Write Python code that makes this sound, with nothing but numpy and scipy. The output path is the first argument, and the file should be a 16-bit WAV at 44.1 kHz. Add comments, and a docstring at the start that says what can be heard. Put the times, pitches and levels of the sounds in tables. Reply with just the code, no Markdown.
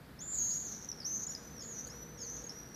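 """Swifts duetting over a town

Swifts chase past a house front, over distant traffic, a motor's hum and faint rustles.
One bird's syrinx gives shrill trilled screams that break up into chips; when hoarse, its two sides
sound at different pitches. Another answers each scream with a thin arched whistle that beats
and stutters as it falls. The walls echo both."""
import sys
import numpy as np
from scipy import signal
from scipy.fft import rfft, irfft
from scipy.io import wavfile
from scipy.ndimage import uniform_filter1d

SR = 44100
rng = np.random.default_rng(int(sys.argv[2]) if len(sys.argv) > 2 else 0)


def inscribe(sig):
    """Save sig as 16-bit PCM at rate SR to the path in sys.argv[1].

    A 1-D sig is mono; a 2-D sig holds one channel per row.
    Samples are clipped to [-1, 1] before scaling.
    """
    pcm = np.round(np.clip(np.atleast_2d(sig).T, -1, 1) * 32767)
    wavfile.write(sys.argv[1], SR, pcm.astype(np.int16))


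N = 121275
T = np.arange(N) / SR


def amp(db):
    return 10 ** (np.asarray(db) / 20)


def unit(x):
    return x / np.sqrt(np.mean(x ** 2))


def walk(rate_hz):
    """Smooth random drift, unit RMS."""
    width = max(int(SR / rate_hz), 1)
    smoothed = uniform_filter1d(rng.standard_normal(N), width, mode="wrap")
    return unit(uniform_filter1d(smoothed, width, mode="wrap"))


def curves(rows):
    """Each column after the first, interpolated over time."""
    times_s, *columns = np.array(rows, float).T
    return [np.interp(T, times_s, column) for column in columns]


def gate(start_s, end_s, edge_s=.0039):
    return np.clip((T - start_s) / edge_s, 0, 1) * np.clip((end_s - T) / edge_s + 1, 0, 1)


def noise(gain):
    """Unit-RMS noise shaped by gain(Hz)."""
    bins_hz = np.fft.rfftfreq(N, 1 / SR) + 1e-3
    return unit(irfft(rfft(rng.standard_normal(N)) * gain(bins_hz), N))


def spectrum(points):
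    """Gain function through (frequency [Hz], gain [dB]) points."""
    hz, db = np.array(points, float).T
    return lambda f: amp(np.interp(np.log(f), np.log(hz), db))


def phase(hz):
    return 2 * np.pi * np.cumsum(hz) / SR


def town():
    """Distant traffic as broad noise; one motor's wavering hum as a narrow band."""
    # traffic spectrum (frequency [Hz], relative density [dB])
    traffic_spectrum = [(20, -18), (35, -17), (55, 5), (90, -3.5), (150, 4), (230, 0), (350, -5.5),
                        (600, -10), (1000, -13.5), (1700, -13), (2800, -24.5), (4500, -22), (6000, -29.5),
                        (8000, -31.5), (10500, -30), (12300, -27), (15000, -34.5)]
    # traffic envelope (time [s], level [dB])
    traffic_level = [(0, -54), (.9, -52), (1.7, -51.5), (2.75, -52)]
    # motor envelope (time [s], level [dB])
    hum_level = [(0, -79), (1.1, -72), (1.6, -61.5), (2.5, -59.5), (2.75, -70)]
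    hum_hz, half_width_hz = 473.6, 20.5
    traffic = noise(spectrum(traffic_spectrum)) * amp(curves(traffic_level)[0] + .4 * walk(6))
    hum = noise(lambda f: 1 / (1 + ((f - hum_hz) / half_width_hz) ** 2)) * amp(curves(hum_level)[0])
    return traffic + hum


def rustles():
    """Faint rustles and a tick: half-sine bursts of band noise."""
    # bursts (start [s], length [s], centre [Hz], width [octaves], level [dB])
    bursts = [(1.319, .007, 5000, 0.51, -53), (1.859, 0.04, 9900, 0.41, -60.5),
              (1.862, .022, 4440, .1, -58), (1.864, 0.02, 330, 0.6, -55), (1.911, 0.055, 1310, 0.53, -58)]
    out = np.zeros(N)
    for start_s, length_s, hz, width_oct, db in bursts:
        band = noise(lambda f: np.exp(-.5 * (np.log2(f / hz) / width_oct) ** 2))
        out += amp(db) * np.sin(np.pi * np.clip((T - start_s) / length_s, 0, 1)) * band
    return out


def street(x):
    """Direct sound, one reflection from the house front, a diffuse tail from the other walls."""
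    wall_s, wall_db = .0105, -9.5
    t60_s, rise_s, tail_db = .64, .02, -13.5
    echo = np.interp(T - wall_s, T, x, left=0)
    tail = noise(lambda f: 1 / np.hypot(1, f / 9000)) * amp(-60 * T / t60_s) * np.clip(T / rise_s, 0, 1)
    reverb = signal.fftconvolve(x, unit(tail) / np.sqrt(N))[:N]
    return x + amp(wall_db) * echo + amp(tail_db) * reverb


def voice_colour(x):
    """Microphone colouring of both voices: a dip near 8 kHz, a resonance near 12 kHz."""
    # microphone response (frequency [Hz], gain [dB])
    response = [(3000, 3.5), (7400, -0.5), (8100, -8), (9000, -6.5), (10800, -3), (11800, -0.5),
                (12600, -1.5), (13600, -9.5), (14500, -11), (15400, -2)]
    bins_hz = np.fft.rfftfreq(2 * N, 1 / SR) + 1e-3
    return irfft(rfft(x, 2 * N) * spectrum(response)(bins_hz))[:N]


def syrinx(hz, octave_db):
    """A bird's voice: a nearly pure tone with a weak octave."""
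    angle = phase(hz)
    return np.sqrt(2) * (np.sin(angle) + amp(octave_db) * np.sin(2 * angle))


def chips():
    """Short gliding notes with a quick rise, mostly at the ends of screams."""
    # chips (start [s], length [s], pitch [Hz], glide [Hz], level [dB])
    notes = [(0.846, 0.0033, 6130, -400, -39), (.888, 0.0076, 5830, -100, -37.5),
             (0.896, 0.012, 5880, -2, -44), (0.9158, 0.0047, 5516, -350, -35.5),
             (0.925, 0.013, 5430, 104.5, -53), (1.267, 0.012, 6880, 150, -36),
             (1.291, 0.023, 6910, -2, -41), (1.320, 0.013, 6600, -100, -46.5),
             (1.35, 0.0035, 5070, -400, -35.5), (1.354, 0.013, 5100, 106, -56),
             (1.839, 0.012, 6490, 399.5, -45), (1.848, 0.0042, 6150, -500, -39.5),
             (1.851, 0.0064, 6460, -0.5, -52), (1.869, 0.013, 6710, -2, -45.5),
             (1.896, 0.016, 6600, 1.5, -52), (2.439, 0.014, 6640, 251.5, -44),
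             (2.466, 0.016, 6500, -100, -44), (2.494, .004, 5660, 301.5, -39)]
    out = np.zeros(N)
    for start_s, length_s, hz, glide_hz, db in notes:
        progress = np.clip((T - start_s) / length_s, 0, 1)
        envelope = amp(db) * np.abs(np.sin(np.pi * progress ** .57)) ** .78
        out += envelope * syrinx(hz + glide_hz * (progress - .5) + 60 * walk(910), octave_db=-23)
    return out


def whistle(contour):
    """A thin arched note that beats against a tone just above it and stutters as it falls."""
    beat_hz, stutter_hz, stutter_below_hz = 233, 70.4, 6000
    hz, db, depth = curves(contour)
    start_s, end_s = contour[0][0], contour[-1][0]
    low = np.clip((stutter_below_hz - hz) / 400, 0, 1)
    late = np.clip(.16 + (T - start_s) / (end_s - start_s), 0, 1)
    stutter = 1 + .92 * low * late * np.cos(2 * np.pi * stutter_hz * (T - end_s + .0033))
    hz = hz + (5 + 40 * depth + 80 * low ** 2) * walk(600)
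    octave_db = -11 - 8 * low
    tone = (syrinx(hz, octave_db) + depth * syrinx(hz + beat_hz, octave_db)) / np.hypot(1, depth)
    flutter_db = (1.8 + 2 * depth) * walk(110)
    return gate(start_s, end_s) * amp(db - 4.5 * low + flutter_db) * np.maximum(stutter, .1) * tone


def trill(cycle, rough, age_s):
    """One pulse per cycle, deepening at onset; narrower and less even when hoarse."""
    onset_s = .015
    sharpness = (.64 + .13 * rough) * np.clip(age_s / onset_s, 0, 1) ** 2
    pulses = (.51 - .5 * np.cos(cycle)) ** sharpness
    local_rms = np.sqrt(uniform_filter1d(pulses ** 2, size=1000))
    scatter_db = 1.76 * (.5 + rough) * walk(260)
    return pulses / local_rms * amp(scatter_db)


def split_voice(hz, rough):
    """The two sides of the syrinx sound apart; the upper one grows with hoarseness."""
    split_hz, octave_db = 480, -22.5
    jitter_hz, upper_gain = 10.4 + 113 * rough, .75 * rough
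    lower_hz = hz - split_hz * upper_gain ** 2 / (1 + upper_gain ** 2)  # power stays centred on hz
    lower = syrinx(lower_hz + jitter_hz * walk(606), octave_db)
    upper = syrinx(lower_hz + split_hz + jitter_hz * walk(610), octave_db)
    return (lower + upper_gain * upper) / np.hypot(1, upper_gain)


def rasp(hz):
    """Hoarse hiss, plus a faint blurred tone below the voice."""
    # hiss spectrum (frequency [Hz], relative density [dB])
    hiss_spectrum = [(2500, -17), (3500, -8), (4300, 1.5), (5000, 2), (6000, 2.5), (7000, -10), (7900, 0),
                     (9000, -1), (10000, -16), (12400, 1), (13200, -1), (15000, -45)]
    hiss = noise(spectrum(hiss_spectrum))
    low_tone = np.sin(phase(.66 * hz + 191 * walk(1500)))
    return amp(-18) * hiss + amp(-24.5) * low_tone


def scream(contour, trill_span_hz):
    """A high tone chopped into fast chirping pulses; hoarseness makes it split, stray and rasp."""
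    undertone_above_hz, undertone_decay_s, rasp_rise_s = 6450, .045, .26
    hz, db, rough = curves(contour)
    start_s, end_s = contour[0][0], contour[-1][0]
    rough, age_s = np.clip(rough, 0, 1), np.abs(T - start_s)
    trill_hz = np.interp(T, [start_s, end_s], trill_span_hz)
    cycle = phase(trill_hz * (1 + (.012 + .1 * rough ** 2) * walk(213)))
    pulses = trill(cycle, rough, age_s)
    sweep_hz = (80 + 70 * rough) * np.sin(cycle + 2 * np.pi * .02)
    hz = hz + sweep_hz + 69 * rough * walk(92)
    voice = split_voice(hz, rough)
    high = np.clip((hz - undertone_above_hz) / 300, 0, 1)
    undertone = amp(-11) * np.exp(-age_s / undertone_decay_s) * high * np.sin(phase(hz / 2))
    rasp_gain = np.sqrt(rough) * np.clip(age_s / rasp_rise_s, 0, 1)
    return gate(start_s, end_s) * amp(db) * pulses * (voice + undertone + rasp_gain * rasp(hz))


def swifts():
    """One bird screams and chips; the other whistles in answer."""
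    # one contour per scream (time [s], pitch [Hz], level [dB], roughness [about 0-1])
    scream_contours = [
        [(.189, 5100, -47.5, 0.03), (.198, 5900, -54.5, 0), (.218, 6910, -43.5, 0.02),
         (.245, 7110, -47.5, 0.01), (.31, 7170, -40.5, 0.19), (.345, 7150, -37.5, 0.73),
         (.378, 7060, -37, 0.75), (.396, 6566, -34.5, 0.23), (.428, 6612, -33.5, 0.19),
         (.51, 6710, -36.5, 0.39), (.545, 6670, -37, 0.44), (.61, 6810, -43.5, 0.37), (.68, 6455, -46.5, 0.78),
         (.745, 6140, -46.5, 0.92), (.79, 6120, -53.5, 1.01), (.865, 6000, -56, 0.93)],
        [(1.043, 4830, -51, 0), (1.053, 5620, -38, 0.2), (1.072, 6115, -38.5, 0.08), (1.102, 6170, -41, 0),
         (1.123, 6240, -38, 0.02), (1.139, 6200, -40.5, 0.2), (1.16, 6340, -37, 0.2), (1.193, 6190, -43, 0.45),
         (1.24, 6300, -42, 0.73), (1.26, 6350, -63, 0.87)],
        [(1.597, 6200, -60, 0.06), (1.625, 6740, -47.5, 0.17), (1.675, 6860, -51.5, 0.26),
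         (1.715, 6730, -47.5, .3), (1.752, 6170, -48, 0.52), (1.802, 5985, -43.5, 0.41),
         (1.835, 6150, -53, 0.58)],
        [(2.18, 6440, -55, 0.01), (2.208, 6700, -54, .1), (2.218, 6500, -43, 0), (2.25, 6460, -48, .3),
         (2.285, 6020, -46.5, 0.35), (2.315, 6260, -45, 0.08), (2.37, 6220, -48, 0.77),
         (2.428, 6080, -51.5, 1.05)],
    ]
    # pulse rate per scream (at start [Hz], at end [Hz])
    trill_spans = [(274.5, 230), (262, 232), (256, 200), (258, 250)]
    # one contour per whistle (time [s], pitch [Hz], base level [dB], beat depth [0-1])
    whistle_contours = [
        [(.505, 4470, -48, 0.14), (.543, 5700, -48, .3), (.57, 5950, -59, 0.7), (.85, 5900, -64, 0.82),
         (.95, 5790, -64, 0.54), (.972, 5660, -52, .1), (.996, 5400, -52, .1), (1.005, 5240, -44, 0.44),
         (1.037, 4550, -54, 0.6)],
        [(1.278, 5120, -55, .1), (1.308, 5720, -46, 0), (1.365, 5900, -60, 0.7), (1.41, 5760, -55.5, 1),
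         (1.46, 5910, -57, 0.9), (1.535, 5960, -60, 0.73), (1.57, 5830, -51, 0.3), (1.61, 5260, -51, 0.3),
         (1.656, 4160, -61.5, 0.6)],
        [(1.896, 4970, -46, .1), (1.925, 5730, -52, 0.2), (1.955, 5870, -55, 0.25), (2.03, 5914, -53.5, 0.1),
         (2.125, 5980, -62, 0.34), (2.17, 5820, -52.5, 0.4), (2.215, 5200, -50.5, 0.2),
         (2.253, 4250, -55.5, .1)],
        [(2.492, 5050, -41.5, 0), (2.508, 5340, -44.5, 0.04), (2.528, 5720, -56.5, 0.7),
         (2.565, 5810, -52.5, 0), (2.61, 5810, -51.5, 0.03), (2.66, 5720, -56, 0.34), (2.728, 5710, -58, 0.6),
         (2.75, 5770, -44.5, 0.2)],
    ]
    screams = sum(scream(contour, span) for contour, span in zip(scream_contours, trill_spans))
    whistles = sum(whistle(contour) for contour in whistle_contours)
    return voice_colour(screams + whistles + chips())


def scene():
    return (street(swifts()) + town() + rustles())[None]


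def record(dry):
    """Steep low-pass on the top treble."""
    cutoff_hz = 15400
    return signal.sosfilt(signal.ellip(10, .2, 80, cutoff_hz, fs=SR, output="sos"), dry)


dry = scene()
out = record(dry)
inscribe(out)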